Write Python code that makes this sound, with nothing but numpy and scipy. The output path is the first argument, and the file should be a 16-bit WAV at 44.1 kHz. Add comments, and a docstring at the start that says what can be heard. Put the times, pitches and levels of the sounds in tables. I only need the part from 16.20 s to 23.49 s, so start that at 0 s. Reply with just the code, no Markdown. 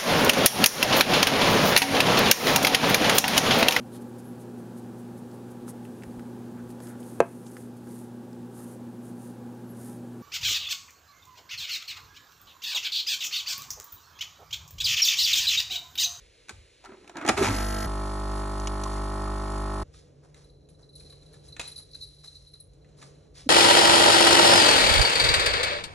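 """A plastic lever rubs, knocks and clacks home as a hand closes a capsule coffee machine. Its mains-driven
piston pump rattles dry, then, after a cut, hums under load while coffee spits and drips into a mug.
A second cut leads to a quiet hall where a cat plays at a scratching post: fur and rope rustle, claws
catch, a pellet jingles in the collar bell. All is heard through the two microphone ports of a phone."""
import sys
import numpy as np
from scipy import signal
from scipy.fft import rfft, irfft, next_fast_len
from scipy.io import wavfile
from scipy.ndimage import uniform_filter1d, map_coordinates

SR = 44100
rng = np.random.default_rng(int(sys.argv[2]) if len(sys.argv) > 2 else 0)


def transcribe(u):
    """Save the signal u as a 16-bit wav file named by the first command-line argument.

    u: samples, shape (n,) or (channels, n), limited to [-1, 1]; the rate is SR.
    q: integer samples, one column per channel.
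    """
    v = np.clip(np.atleast_2d(u).T, -1, 1)
    q = np.round(v * 32767).astype(np.int16)
    wavfile.write(sys.argv[1], SR, q)


N = 321489
T = np.arange(N) / SR
MAINS_HZ = 49.9
BREW_CUT_S, HALL_CUT_S = 1.664, 3.633


def amp(db):
    return 10 ** (np.asarray(db) / 20)

def unit(x):
    return x / np.sqrt(np.mean(x ** 2) + 1e-20)

def along(points, hz):
    """Interpolate (Hz, value) points on a log axis."""
    f, v = np.transpose(points)
    return np.interp(np.log(hz + 1), np.log(f + 1), v)

def curves(rows):
    """One value per sample for each column after the time."""
    s, *columns = np.transpose(rows)
    return [np.interp(T, s, column) for column in columns]

def during(start_s, end_s, fade_s):
    """Gate with linear ramps."""
    return np.clip(np.minimum(T - start_s, end_s - T) / fade_s + .5, 0, 1)

def wobble(rate_hz):
    """Smooth random curve through Gaussian knots."""
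    return map_coordinates(rng.standard_normal(int(N * rate_hz / SR) + 4), [T * rate_hz])

def filtered(x, response):
    """Apply a complex response, a function of Hz."""
    size = next_fast_len(N + SR // 10, True)
    return irfft(rfft(x, size) * response(np.fft.rfftfreq(size, 1 / SR)), size)[..., :N]

def below(f, corner_hz, order):
    return 1 / (1 + (f / corner_hz) ** order)

def above(f, corner_hz, order):
    return 1 / (1 + (corner_hz / (f + 1)) ** order)

def modes(f, rows):
    """Response of resonances of alternating sign. Each row: centre in Hz, width in Hz, gain in dB."""
    return sum((-1) ** k * amp(db) * 1j * f * width / (hz * hz - f * f + 1j * f * width)
               for k, (hz, width, db) in enumerate(rows))

def tone(spectrum, alike):
    """Stereo noise of rms 1 from (Hz, dB) points and (Hz, left-right correlation) points."""
    def response(f):
        angle = np.arccos(np.clip(along(alike, f), -1, 1)) / 2
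        return amp(along(spectrum, f)) * [np.cos(angle), np.sin(angle)]
    mid, side = filtered(rng.standard_normal((2, N)), response)
    return unit(np.array([mid + side, mid - side]))

def noise_bands(spectrum, alike, split_hz):
    """Stereo noise below and above a split, each of rms 1."""
    pair = tone(spectrum, alike)
    low = filtered(pair, lambda f: below(f, split_hz, 4))
    return unit(low), unit(pair - low)

def bursts(events, attack_s, t60_s, rise_share=0, bands=2):
    """One envelope per band. Each event: start in s, dB, relative dB per further band, hold in s if any."""
    out = np.zeros((bands, N + 2 * SR))
    for s, db, *rest in events:
        hold_s = sum(rest[bands - 1:])
        t = np.arange(int(min(hold_s + 2 * t60_s, 2) * SR)) / SR
        onset = 1 - np.exp(-(t / (attack_s + rise_share * hold_s)) ** 2)
        decay = amp(db - 60 * np.maximum(t - hold_s, 0) / t60_s)
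        out[:, round(s * SR):][:, :len(t)] += onset * decay * amp([0, *rest[:bands - 1]])[:, None]
    return out[:, :N]

def taps(events):
    """One impulse per event."""
    out = np.zeros(N)
    for s, db, *_ in events:
        out[round(s * SR)] += amp(db)
    return out

def pings(events, t60_s, attack_s, glide_per_s=0):
    """One decaying sine per event."""
    out, t = np.zeros(N + SR), np.arange(SR // 8) / SR
    for s, db, *_, hz in events:
        envelope = amp(db - 60 * t / t60_s) * (1 - np.exp(-t / attack_s))
        out[round(s * SR):][:len(t)] += envelope * np.sin(2 * np.pi * hz * t * (1 + glide_per_s * t))
    return out[:N]

def room(x, t60_s, wet_db):
    """Direct sound plus a decaying, bass-free tail for each port."""
    t = np.arange(SR // 4) / SR
    tail = rng.standard_normal((2, len(t))) * amp(-60 * t / t60_s)
    tail -= uniform_filter1d(tail, size=71, axis=1)
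    tail /= np.linalg.norm(tail[0])
    return x + amp(wet_db) * signal.oaconvolve(np.atleast_2d(x), tail, axes=1)[:, :N]

def low_rumble():
    """Deep noise, nearly alike at both ports."""
    # Each row: frequency in Hz, density in dB.
    spectrum = [(15, -32), (50, 3.5), (100, -1.5), (160, -18), (300, -63)]
    return tone(spectrum, [(60, 0.97)])

def handling(rumble):
    """The hand jogs the phone: swells of rumble."""
    # Each row: start in seconds, level in dB, hold in seconds.
    jogs = [(0.0, -53, 0.0091), (0.3, -52, 0.11), (1.083, -40, .08), (5.554, -59.5, 0.29),
            (7.121, -55.5, 0.13)]
    return bursts(jogs, attack_s=0.02034, t60_s=0.29, bands=1)[0] * rumble

def kitchen_air():
    """Room noise that drops early on."""
    # Each row: frequency in Hz, density in dB.
    spectrum = [(40, 5), (100, -5.5), (200, -15.5), (500, -5), (800, -23.5), (1300, -22.5), (2200, -13),
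                (3200, -17), (4000, -14), (6000, -21.5), (9500, -19), (10400, -25.5), (11000, -56.5)]
    # Each row: time in seconds, level in dB.
    levels = [(.35, -56.5), (.8, -61)]
    return amp(curves(levels)[0] + wobble(11)) * tone(spectrum, [(60, 1.0), (600, 0.33), (2000, 1.0)])

def hall_air(rumble, drone_hz=145):
    """Murmur, hiss, a wavering drone and rumble; the level dips briefly twice."""
    # Each row: frequency in Hz, density in dB.
    spectrum = [(60, -44), (150, -1), (220, -14.5), (305, -7.5), (360, -12.5), (420, -4.5), (600, -12.5),
                (900, -26.5), (2000, -33.5), (4000, -34.5), (9500, -36), (10800, -81)]
    # Each row: frequency in Hz, left-right correlation.
    alike = [(60, 0.75), (200, 0.7), (380, 0.53), (700, 0.044), (1300, 0.61), (4000, 1)]
    # Each row: time in seconds, level in dB.
    hiss_levels = [(3.65, -73), (3.9, -75.5), (4.25, -75), (4.33, -84), (4.75, -84), (4.9, -72), (5.3, -73),
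                   (5.85, -92.5), (6.0, -83), (6.5, -80), (6.9, -69), (7.1, -74.5), (7.29, -76.5)]
    # Each row: start and end in seconds, gain in dB.
    dips = [(6.243, 6.42, -2.5), (7.136, 7.25, -2.5)]
    drone = amp(-58.5 + 2.6 * wobble(21)) * np.sin(2 * np.pi * drone_hz * T + 1.8 * wobble(8))
    murmur, hiss = noise_bands(spectrum, alike, split_hz=1080)
    murmur *= amp(-60 + 0.92 * wobble(8) + 1.46 * wobble(1.325))
    hiss *= amp(curves(hiss_levels)[0] + 1.5 + 0.97 * wobble(17))
    dip_db = sum(db * during(start_s, end_s, 0.064) for start_s, end_s, db in dips)
    return amp(dip_db) * (murmur + hiss + drone + amp(-57.5 + 2.26 * wobble(5)) * rumble)

def cat_motion():
    """How much the cat moves; drives the fur's rustle and the bell's pellet."""
    # Each row: time in seconds, level in dB.
    levels = [(4.2, -76), (4.68, -76.5), (4.85, -61.5), (5.25, -69.5), (5.49, -65), (6.0, -61.5),
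              (6.29, -63), (6.5, -76.5), (6.8, -82.5), (7.1, -78)]
    return amp(curves(levels)[0])

def rustle(motion):
    """Fur, string and rope rub in swipes over a bed that follows the cat's motion."""
    # Each row: frequency in Hz, density in dB.
    spectrum = [(250, -6), (700, -4.5), (1200, -6.5), (2000, -11.5), (2800, -16), (3500, -8), (5000, -2.5),
                (7000, -7), (9300, -1.5), (10200, -6), (10900, -43), (12000, -80)]
    # Each row: start in seconds, treble level in dB, relative low and middle in dB, hold in seconds.
    swipes = [(3.715, -63, -11, -3, 0.076), (4.02, -72, 8.5, -16, 0.036), (4.14, -66, -1, -6, 0.084),
              (4.485, -74.5, -8, -8, 0.026), (4.58, -70, 2, -18, 0.037), (4.745, -65, -28, -22, 0.069),
              (5.11, -67.5, 1.5, -9, 0.039), (5.23, -62.5, -15, -11, 0.038), (5.395, -51.5, 2, 4, 0.0076),
              (5.43, -64, -15, -5, 0.075), (5.565, -60, -5, -9, 0.016), (5.74, -60.5, -32, -9, 0.013),
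              (5.805, -71, -36, -20, 0.012), (6.03, -55.5, -10, -15, 0.019), (6.145, -68, -22, -18, 0.016),
              (6.328, -75, 0, -3, 0.028), (6.53, -85, -10, -13, .01), (6.76, -61, -5, -9, 0.084),
              (6.812, -62, -1, -17, 0.027), (7.135, -57.5, -7, -1, 0.079)]
    body, treble = noise_bands(spectrum, [(700, 0.15), (2000, 0.98)], split_hz=3920)
    low = filtered(body, lambda f: below(f, 2000, 6))
    bed = motion * amp([[-9], [-19], [-13.5]])
    treble_env, low_env, mid_env = bed + bursts(swipes, 0.0019, t60_s=0.29, rise_share=0.27, bands=3)
    grain = amp(1.3 * wobble(40) + 1.5 * wobble(500))
    return grain * (treble_env * treble + low_env * unit(low) + mid_env * unit(body - low))

def claws():
    """Claws catch the rope and ring the wooden post."""
    # Each row: start in seconds, level in dB, relative treble in dB, strongest ring in Hz.
    catches = [(3.7418, -51, -6, 1250), (4.144, -49.5, -2, 2050), (4.488, -60.5, 1, 3075),
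               (4.807, -52.5, -15, 2400), (4.8967, -56, -1, 2410), (4.925, -50.5, -15, 1116),
               (5.03, -61, 4, 2110), (5.141, -53.5, -2, 1700), (5.3649, -36.5, -12, 1770),
               (5.3954, -22.5, -8, 2550), (5.4132, -34, -6, 2510), (5.4747, -49, 0, 2100),
               (5.748, -50, -10, 1585), (6.04, -51, -11, 1160), (6.534, -67, 7, 4070),
               (6.6453, -56, -17, 1984), (6.689, -66, 0, 4220), (6.816, -45.5, -8, 2410),
               (6.826, -40.5, -8.5, 1170)]
    # Each row: frequency in Hz, density in dB.
    spectrum = [(300, 3), (700, -7), (1200, -2.5), (2500, 1), (3300, -4.5), (4000, 2.5), (5500, -10),
                (7000, 0.5), (9500, -6), (11000, -16.5), (12500, -38), (14000, -36)]
    # Each row: centre in Hz, width in Hz, gain in dB.
    post_modes = [(746, 161, -9), (1264, 150, 2), (1744, 67, -3), (2080, 82, -3.5), (2560, 220, -8.5),
                  (3100, 98, -10), (3800, 230, -1)]
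    wood, rope = noise_bands(spectrum, [(700, 0.98), (2000, 1.0)], split_hz=5100)
    wood_env, rope_env = bursts([row[:-1] for row in catches], attack_s=0.0003, t60_s=0.041)
    knock = filtered(wood * wood_env, lambda f: .5 + 1.08 * modes(f, post_modes))
    ring = .6 * pings(catches, t60_s=0.042, attack_s=0.00083)
    return room(amp(-2) * (knock + ring + rope * rope_env), t60_s=0.33, wet_db=-6.5)

def soft_bump(at_s=7.271, level_db=-27.5, hz=265, width_s=0.0065):
    """A hollow bump whose pitch sags."""
    t = T - at_s
    phase = 2 * np.pi * hz * t * (1 - 4 * t)
    return amp(level_db) * np.exp(-(t / width_s) ** 2) * (np.cos(phase) + 0.13 * np.cos(2 * phase))

def collar_bell(motion, dry_pellet_db=-29.5):
    """Strikes ring the shell; the pellet chatters and rolls inside, keeping the modes ringing unevenly."""
    # Each row: start in seconds, level in dB, relative drive of the high modes in dB.
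    strikes = [(4.2392, -53, -3), (4.2939, -54, -17), (4.4872, -57, 0.5), (4.6264, -46, -45),
               (4.687, -51, -14), (4.7289, -50, -13), (4.7528, -38, -12.5), (4.7967, -43.5, -8.5),
               (4.898, -41.5, -18), (5.1285, -51, -4), (5.2811, -49, -3), (5.323, -35, -20),
               (5.3957, -33, -15), (5.4308, -42, -17), (5.4504, -32.5, -29), (5.4737, -34, -5),
               (5.513, -35, -6.5), (5.559, -29, -23), (5.5775, -30, -9.5), (5.6204, -44, -22),
               (5.7114, -42, -26), (5.7321, -31, -35), (5.7476, -31.5, -15.5), (5.8098, -30, -20),
               (5.819, -34.5, -23), (5.827, -34.5, -25), (5.834, -33, -25), (5.871, -42, -29),
               (5.934, -47, -15), (6.0405, -36.5, -17), (6.0735, -36.5, -15.5), (6.112, -45, -21),
               (6.1515, -36, -23), (6.2624, -54, -8), (6.3351, -38.5, -13.5), (6.3981, -45, -5),
               (6.7806, -54, -10)]
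    # Each row of both: centre in Hz, width in Hz, gain in dB.
    low_modes = [(3760, 80, -15), (3890, 55, -7), (3985, 34, 2), (4045, 36, 2), (4140, 75, -5),
                 (4330, 110, -11), (4700, 150, -16), (5545, 150, -19)]
    high_modes = [(9760, 30, 0), (9850, 60, -9), (10380, 60, -9)]
    def shell(f):
        pellet = amp(dry_pellet_db) * above(f, 4400, 8)
        return (modes(f, low_modes) + pellet) * below(f, 7000, 8) * above(f, 3700, 24)
    roll = motion * amp(2 * wobble(60)) * during(4.2, 7.1, 0.11) * amp([[6], [-14]])
    chatter = rng.standard_normal(N) * amp(3.6 * wobble(250))
    low_drive, high_drive = (bursts(strikes, attack_s=0.00092, t60_s=0.034) + roll) * chatter
    low_ring = filtered(amp(14.5) * low_drive + amp(33) * taps(strikes), shell)
    high_ring = filtered(high_drive, lambda f: modes(f, high_modes) * below(f - 10000, 600, 6))
    return room(low_ring + amp(32.5) * high_ring, t60_s=0.19, wet_db=-5.5)

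def coffee():
    """The nozzle spits; drops in the mug ring as bubbles of rising pitch."""
    # Each row: start in seconds, level in dB, relative low band in dB.
    spits = [(2.3978, -32, -25), (2.4713, -25.5, 0), (2.6358, -25, -17), (2.7287, -35.5, -21),
             (2.7646, -36, -32)]
    # Each row: start in seconds, level in dB, pitch in Hz.
    drops = [(2.472, -34, 2290), (2.636, -37, 3040), (2.662, -19, 1043), (2.765, -39, 2050),
             (3.075, -23, 1160), (3.196, -28, 1130)]
    spectrum = [(1500, -34), (2500, -8), (3500, -3), (6500, 4), (9500, 1), (11500, -19), (13500, -60)]
    low, high = noise_bands(spectrum, [(3000, 0.98)], split_hz=2500)
    high_env, low_env = bursts(spits, attack_s=0.0012, t60_s=0.033)
    bubbles = pings(drops, t60_s=0.033, attack_s=0.0013, glide_per_s=2.3)
    return amp(-4) * (high * high_env + low * low_env) + bubbles

def machine_jump(at_s=1.3, level_db=-25.5, hz=104, width_s=0.0236):
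    """The machine jumps once on the counter."""
    t = T - at_s
    return -amp(level_db) * np.exp(-(t / width_s) ** 2) * np.cos(2 * np.pi * hz * t)

def lever_and_housing(boom_width_hz=110):
    """Lever knocks, rubbing and the pump's first shudder shake one hollow housing; its boom shifts."""
    # Each row: frequency in Hz, density in dB.
    spectrum = [(40, -15), (100, -11.5), (300, 4), (550, -1.5), (900, -5.5), (1600, -9), (2400, -8),
                (2900, -15.5), (5000, -18), (8000, -18), (9700, -24.5), (11000, -29.5), (12500, -47),
                (15500, -51.5)]
    # Each row: centre in Hz, width in Hz, gain in dB.
    housing_modes = [(328, 110, -3), (423, 140, 0.5), (746, 65, -12), (824, 55, -1), (990, 97, -13.5),
                     (1287, 68.5, 0), (1626, 37, -9), (2420, 43, -7.5), (2540, 50, -13.5)]
    # Each row: start in seconds, level in dB, relative treble and boom in dB, panel ring in Hz.
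    knocks = [(.284, -42, -5, -20, 1500), (.293, -31, -3, -11, 1547), (0.306, -41, -8, 3, 1080),
              (.64, -39, -15, -23, 955), (.648, -41, -9, -29, 1190), (.657, -40.5, -11, -24, 1400),
              (0.665, -43, -27, -24, 1310), (.69, -43, -30, -10, 990), (.718, -41, -38, -3, 650),
              (0.743, -45, -39, -8, 953), (.843, -48, -12.5, -9.5, 790), (0.876, -44.5, -3.5, -15.5, 1350),
              (.895, -38.5, -7.5, -21.5, 700), (.914, -49, -15.5, -8, 1340), (0.955, -32.5, -26.5, -9, 930),
              (.969, -31.5, -8, -12, 925), (.983, -31.5, -23.5, -13, 781), (1.012, -27.5, -20, -13.5, 1440),
              (1.024, -35, -19.5, -1, 719), (1.049, -24.5, -18, -3, 714), (1.063, -29.5, -2, -9.5, 1280),
              (1.077, -23, -4, -10.5, 740), (1.0875, -11.5, -8, -4, 823), (1.0915, -9.5, -14, -1.5, 759.4),
              (1.175, -22.5, -13, -16, 697)]
    # Each row of both: time in seconds, body level in dB, boom level in dB, boom pitch in Hz.
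    rub = [(.6, -78, -69, 331), (.645, -61, -73, 328.7), (.69, -64, -53.5, 352.4),
           (.725, -54, -45.5, 354.6), (.765, -65, -58, 379), (.785, -66.5, -57, 368.7),
           (.87, -67, -53.5, 399.8), (.935, -67, -60.5, 350), (.96, -45.5, -45, 341.4),
           (1.03, -43, -44.5, 289.6), (1.07, -42.5, -40, 281), (1.092, -23.5, -21.5, 308),
           (1.114, -37.5, -35.5, 297.2), (1.16, -47, -45, 307)]
    shudder = [(1.168, -33, -40.5, 347.6), (1.18, -29, -32.5, 388.5), (1.212, -34.5, -23, 403),
               (1.245, -24.5, -25.5, 346), (1.275, -31, -34, 320.5), (1.31, -36, -32.5, 272),
               (1.35, -40.5, -36.5, 258.6), (1.45, -46, -48, 262)]
    alike = [(300, 0.99), (700, 0.6), (1200, 1.0), (5000, 0.88)]
    low, treble = noise_bands(spectrum, alike, split_hz=2600)
    boom = unit(filtered(low, lambda f: below(f, 520, 6)))
    body = unit(filtered(low, lambda f: (0.32 + modes(f, housing_modes)) * above(f, 520, 6)))
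    body_env, _, boom_env = bursts([row[:4] for row in knocks], attack_s=0.00097, t60_s=0.049, bands=3)
    _, treble_env = bursts([row[:3] for row in knocks], attack_s=0.00052, t60_s=0.029)
    out = amp(-9) * body_env * body + amp(-4.5) * boom_env * boom + amp(2.5) * treble_env * treble
    out += amp(9) * filtered(taps(knocks), lambda f: modes(f, housing_modes))
    out += amp(-5.5) * pings(knocks, t60_s=0.059, attack_s=.002)
    stick_slip = unit(amp(1.4 * wobble(90) + 1.8 * wobble(400)))
    sway = filtered(rng.standard_normal((2, N)), lambda f: below(f, boom_width_hz / 2, 4))
    for rows, treble_db in (rub, -23.5), (shudder, -5):
        body_db, boom_db, boom_hz = curves(rows)
        phase = 2 * np.pi * np.cumsum(boom_hz) / SR
        ring = unit(sway[0] * np.cos(phase) + sway[1] * np.sin(phase))
        scrape = stick_slip * amp(body_db) * (body + amp(treble_db) * treble)
        hollow = amp(boom_db) * (.75 * ring + 0.52 * boom)
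        out += during(rows[0][0], rows[-1][0], 0.0085) * (scrape + hollow)
    return room(out, t60_s=0.31, wet_db=-10.5)

def valve(spectrum, turn, body_db, hiss_db, throb_db, rings_below_hz=9000):
    """The valve ticks and hisses hardest at each piston jolt; turn is the cycle position, 0 to 1."""
    # Each row: centre in Hz, width in Hz, gain in dB.
    valve_modes = [(1823, 100, -27), (3740, 41, 4), (4300, 340, -10.5), (5005, 410, 7.5), (5860, 120, -5.5),
                   (6180, 150, 4.5), (6970, 81, -8)]
    body, hiss = noise_bands(spectrum, [(100, 1.0), (600, 0.4), (1200, 1.0)], split_hz=3900)
    period = round(SR / MAINS_HZ)
    rattle = rng.standard_normal(period)[(turn * period).astype(int)]  # repeats every cycle
    ticks = unit(filtered(rattle, lambda f: above(f, 2200, 8) * below(f, 6000, 8)))
    level = amp(hiss_db + 0.59 * wobble(7.8))
    noise = amp(body_db) * body + level * (amp(1.9 * wobble(360)) * hiss + amp(-6) * ticks)
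    throb = amp(throb_db * np.cos(2 * np.pi * (turn - .05)))
    ringing = filtered(throb * noise, lambda f: (0.79 + 1.19 * modes(f, valve_modes)) * (f < rings_below_hz))
    steady = filtered(noise, lambda f: 1.1 * (f >= rings_below_hz))
    return ringing + steady

def piston(harmonics, turn, lag_cycles=.12, spread_rad=.038, drag_rad=0.4486):
    """Each stroke rings a minimum-phase body; the heavy low swing lags, dragged out in time."""
    db, pan_db = np.transpose(harmonics)
    k = np.arange(len(db)) + 2
    cepstrum = irfft(np.interp(np.arange(65), k, db) * np.log(10) / 20)
    causal = np.r_[1, 2 * np.ones(63), 1, np.zeros(63)]
    phase = rfft(cepstrum * causal).imag[k] + spread_rad * k ** 2
    phase -= (2 * np.pi * k * lag_cycles + drag_rad * k ** 2) * (k < 9)
    width = np.minimum((k - 2) / 8, 1)  # the lowest harmonics reach both ports alike
    shared, apart = rng.standard_normal((2, len(k))) * width
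    phase = phase + .45 * shared + .22 * apart * [[1], [-1]]  # scatter off the kitchen walls
    left = 2 / (1 + amp(-pan_db * width))
    phasors = amp(db) * [left, 2 - left] * np.exp(1j * phase)
    cycle = np.arange(4096) / 4096
    waves = np.sqrt(2) * (phasors @ np.exp(2j * np.pi * k[:, None] * cycle)).real
    return np.array([np.interp(turn, cycle, wave, period=1) for wave in waves])

def deep_hum(turn, level_db, waver_hz=2.7, quickening_hz_per_s=.29, crest_s=2.12):
    """The mains fundamental, wavering ever faster by 1 dB."""
    t = T - crest_s
    waver_db = np.cos(2 * np.pi * t * (waver_hz + quickening_hz_per_s * t))
    return amp(level_db + waver_db) * np.sqrt(2) * np.cos(2 * np.pi * (turn - .39))

def pump():
    """The piston jolts the housing once per mains cycle: dry while priming, then under load."""
    # Each row of both, one per mains harmonic from the second up: level in dB, left over right in dB.
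    priming = [(-6, 0.2), (-23, -1), (-7.5, 0), (-11.5, -0.5), (-13, -1.5), (-11, -1.5), (-22.5, 0.3),
               (-17.5, -17), (-17, 4), (-38.5, 7), (-19, -14.5), (-10.5, -17), (-14, 10), (-27.5, 6.5),
               (-24, -5), (-13, 6.5), (-20.5, 6.6), (-33, 4), (-34, 0.5), (-16.5, 6), (-21.5, 1.6),
               (-23, 4.2), (-26, -1), (-24.5, 0), (-11.5, -1.5), (-10, -1.5), (-30, 0.5), (-24, -2.9),
               (-29, -1), (-21, 0.0), (-16, -3), (-25, -0.2), (-24.9, -3), (-20, 9), (-30, -1), (-21, 0),
               (-24, 0.5), (-20, -1), (-26, 0)]
    loaded = [(-9.5, -21), (-14.5, 8), (-10, 3.5), (-20.5, -4), (-11, -3.5), (-12.5, 5), (-10.5, 0),
              (-28.5, 2), (-32.5, 5), (-19, -4), (-18.5, 6), (-13, -0.5), (-25.5, -1), (-18, 3),
              (-19.5, -4), (-12, -3.5), (-17.5, 10), (-25.5, 6), (-14.5, -1), (-17, -4), (-13, 1.5),
              (-19.5, 13), (-18, -6), (-31, 2), (-13, -0.5), (-20.5, -16), (-20.5, -1), (-31.5, -14),
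              (-22.5, 3), (-46, -3.6), (-41, 9), (-42, -2.3), (-29.5, -10), (-27, -3), (-35, 9), (-23, -2),
              (-35.5, 1)]
    # Each row of both: frequency in Hz, density in dB.
    dry_valve = [(60, 0), (200, -14.5), (500, -17.5), (1000, -12.5), (2000, -15.5), (3000, -29.5),
                 (5000, -34.5), (7000, -30.5), (9500, -24.5), (10500, -29), (12000, -39.5), (13000, -49.5),
                 (14000, -41), (15500, -57.5)]
    wet_valve = [(40, -30), (150, 12), (480, 10.5), (1550, 8.5), (2300, 7), (3000, -4), (6500, -4.5),
                 (8800, 9.5), (10000, 2), (11200, -11), (12000, -33), (13800, -51), (14500, -17),
                 (15500, -32)]
    # Priming list, then loaded list. Each row: time in seconds, buzz, valve hiss and hum levels in dB.
    levels = [
        [(1.17, -46, -47, -46), (1.2, -29.5, -43, -42.5), (1.3, -33, -44.5, -39), (1.35, -34.5, -40, -29.5),
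         (1.45, -34, -41.5, -27), (1.66, -33, -41.5, -32)],
        [(1.67, -34, -48.5, -30), (2.6, -34, -49, -30), (3.63, -33, -49, -30)],
    ]
    stages = [(levels[0], priming, dry_valve, 1.172, BREW_CUT_S, -42, 5.5),
              (levels[1], loaded, wet_valve, BREW_CUT_S, HALL_CUT_S, -51, 3.5)]
    out = np.zeros((2, N))
    for rows, harmonics, spectrum, start_s, end_s, body_db, throb_db in stages:
        buzz_db, hiss_db, hum_db = curves(rows)
        turn = (T - (start_s + .014)) * MAINS_HZ % 1
        strokes = piston(harmonics, turn)
        noise = valve(spectrum, turn, body_db, hiss_db, throb_db)
        buzz = amp(buzz_db + 0.25 * wobble(6) + 0.39 * wobble(30)) * strokes
        out += during(start_s, end_s, 0.0018) * (buzz + deep_hum(turn, hum_db) + noise)
    return out

def scene():
    """The kitchen, then a cut to the hall."""
    rumble, motion = low_rumble(), cat_motion()
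    kitchen = kitchen_air() + pump() + lever_and_housing() + machine_jump() + coffee()
    hall = hall_air(rumble) + collar_bell(motion) + rustle(motion) + claws() + soft_bump()
    return kitchen * during(-1, HALL_CUT_S, 0.0038) + hall * during(HALL_CUT_S, 9, .004) + handling(rumble)

def record(dry, ceiling=.62, bottom_hz=36, top_hz=15740):
    """The loudest clack is softly rounded off; the band is limited; the ports differ in phase and level."""
    # Each row: frequency in Hz, lead of the left port in radians.
    lead = [(300, -0.1), (1500, 0.0), (2500, 0.5), (4200, 1.0), (4900, 3.4), (5600, 6.1), (6300, 6.5),
            (8400, 9.2), (9600, 9.7), (10700, 10.8), (11800, 12.5), (13800, 12.7), (14600, 14.8),
            (15600, 15.7)]
    # Each row: frequency in Hz, left over right in dB.
    balance = [(90, 0), (250, -1.2), (1000, -.4), (2500, 0)]
    half = np.array([[.5], [-.5]])
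    def response(f):
        ports = np.exp(1j * along(lead, f) * half) * amp(along(balance, f) * half)
        return ports * above(f, bottom_hz, 4) * (f < top_hz)
    rounded = dry / (1 + np.abs(dry / ceiling) ** 4) ** .25
    return filtered(rounded, response)


dry = scene()
out = record(dry)
transcribe(out)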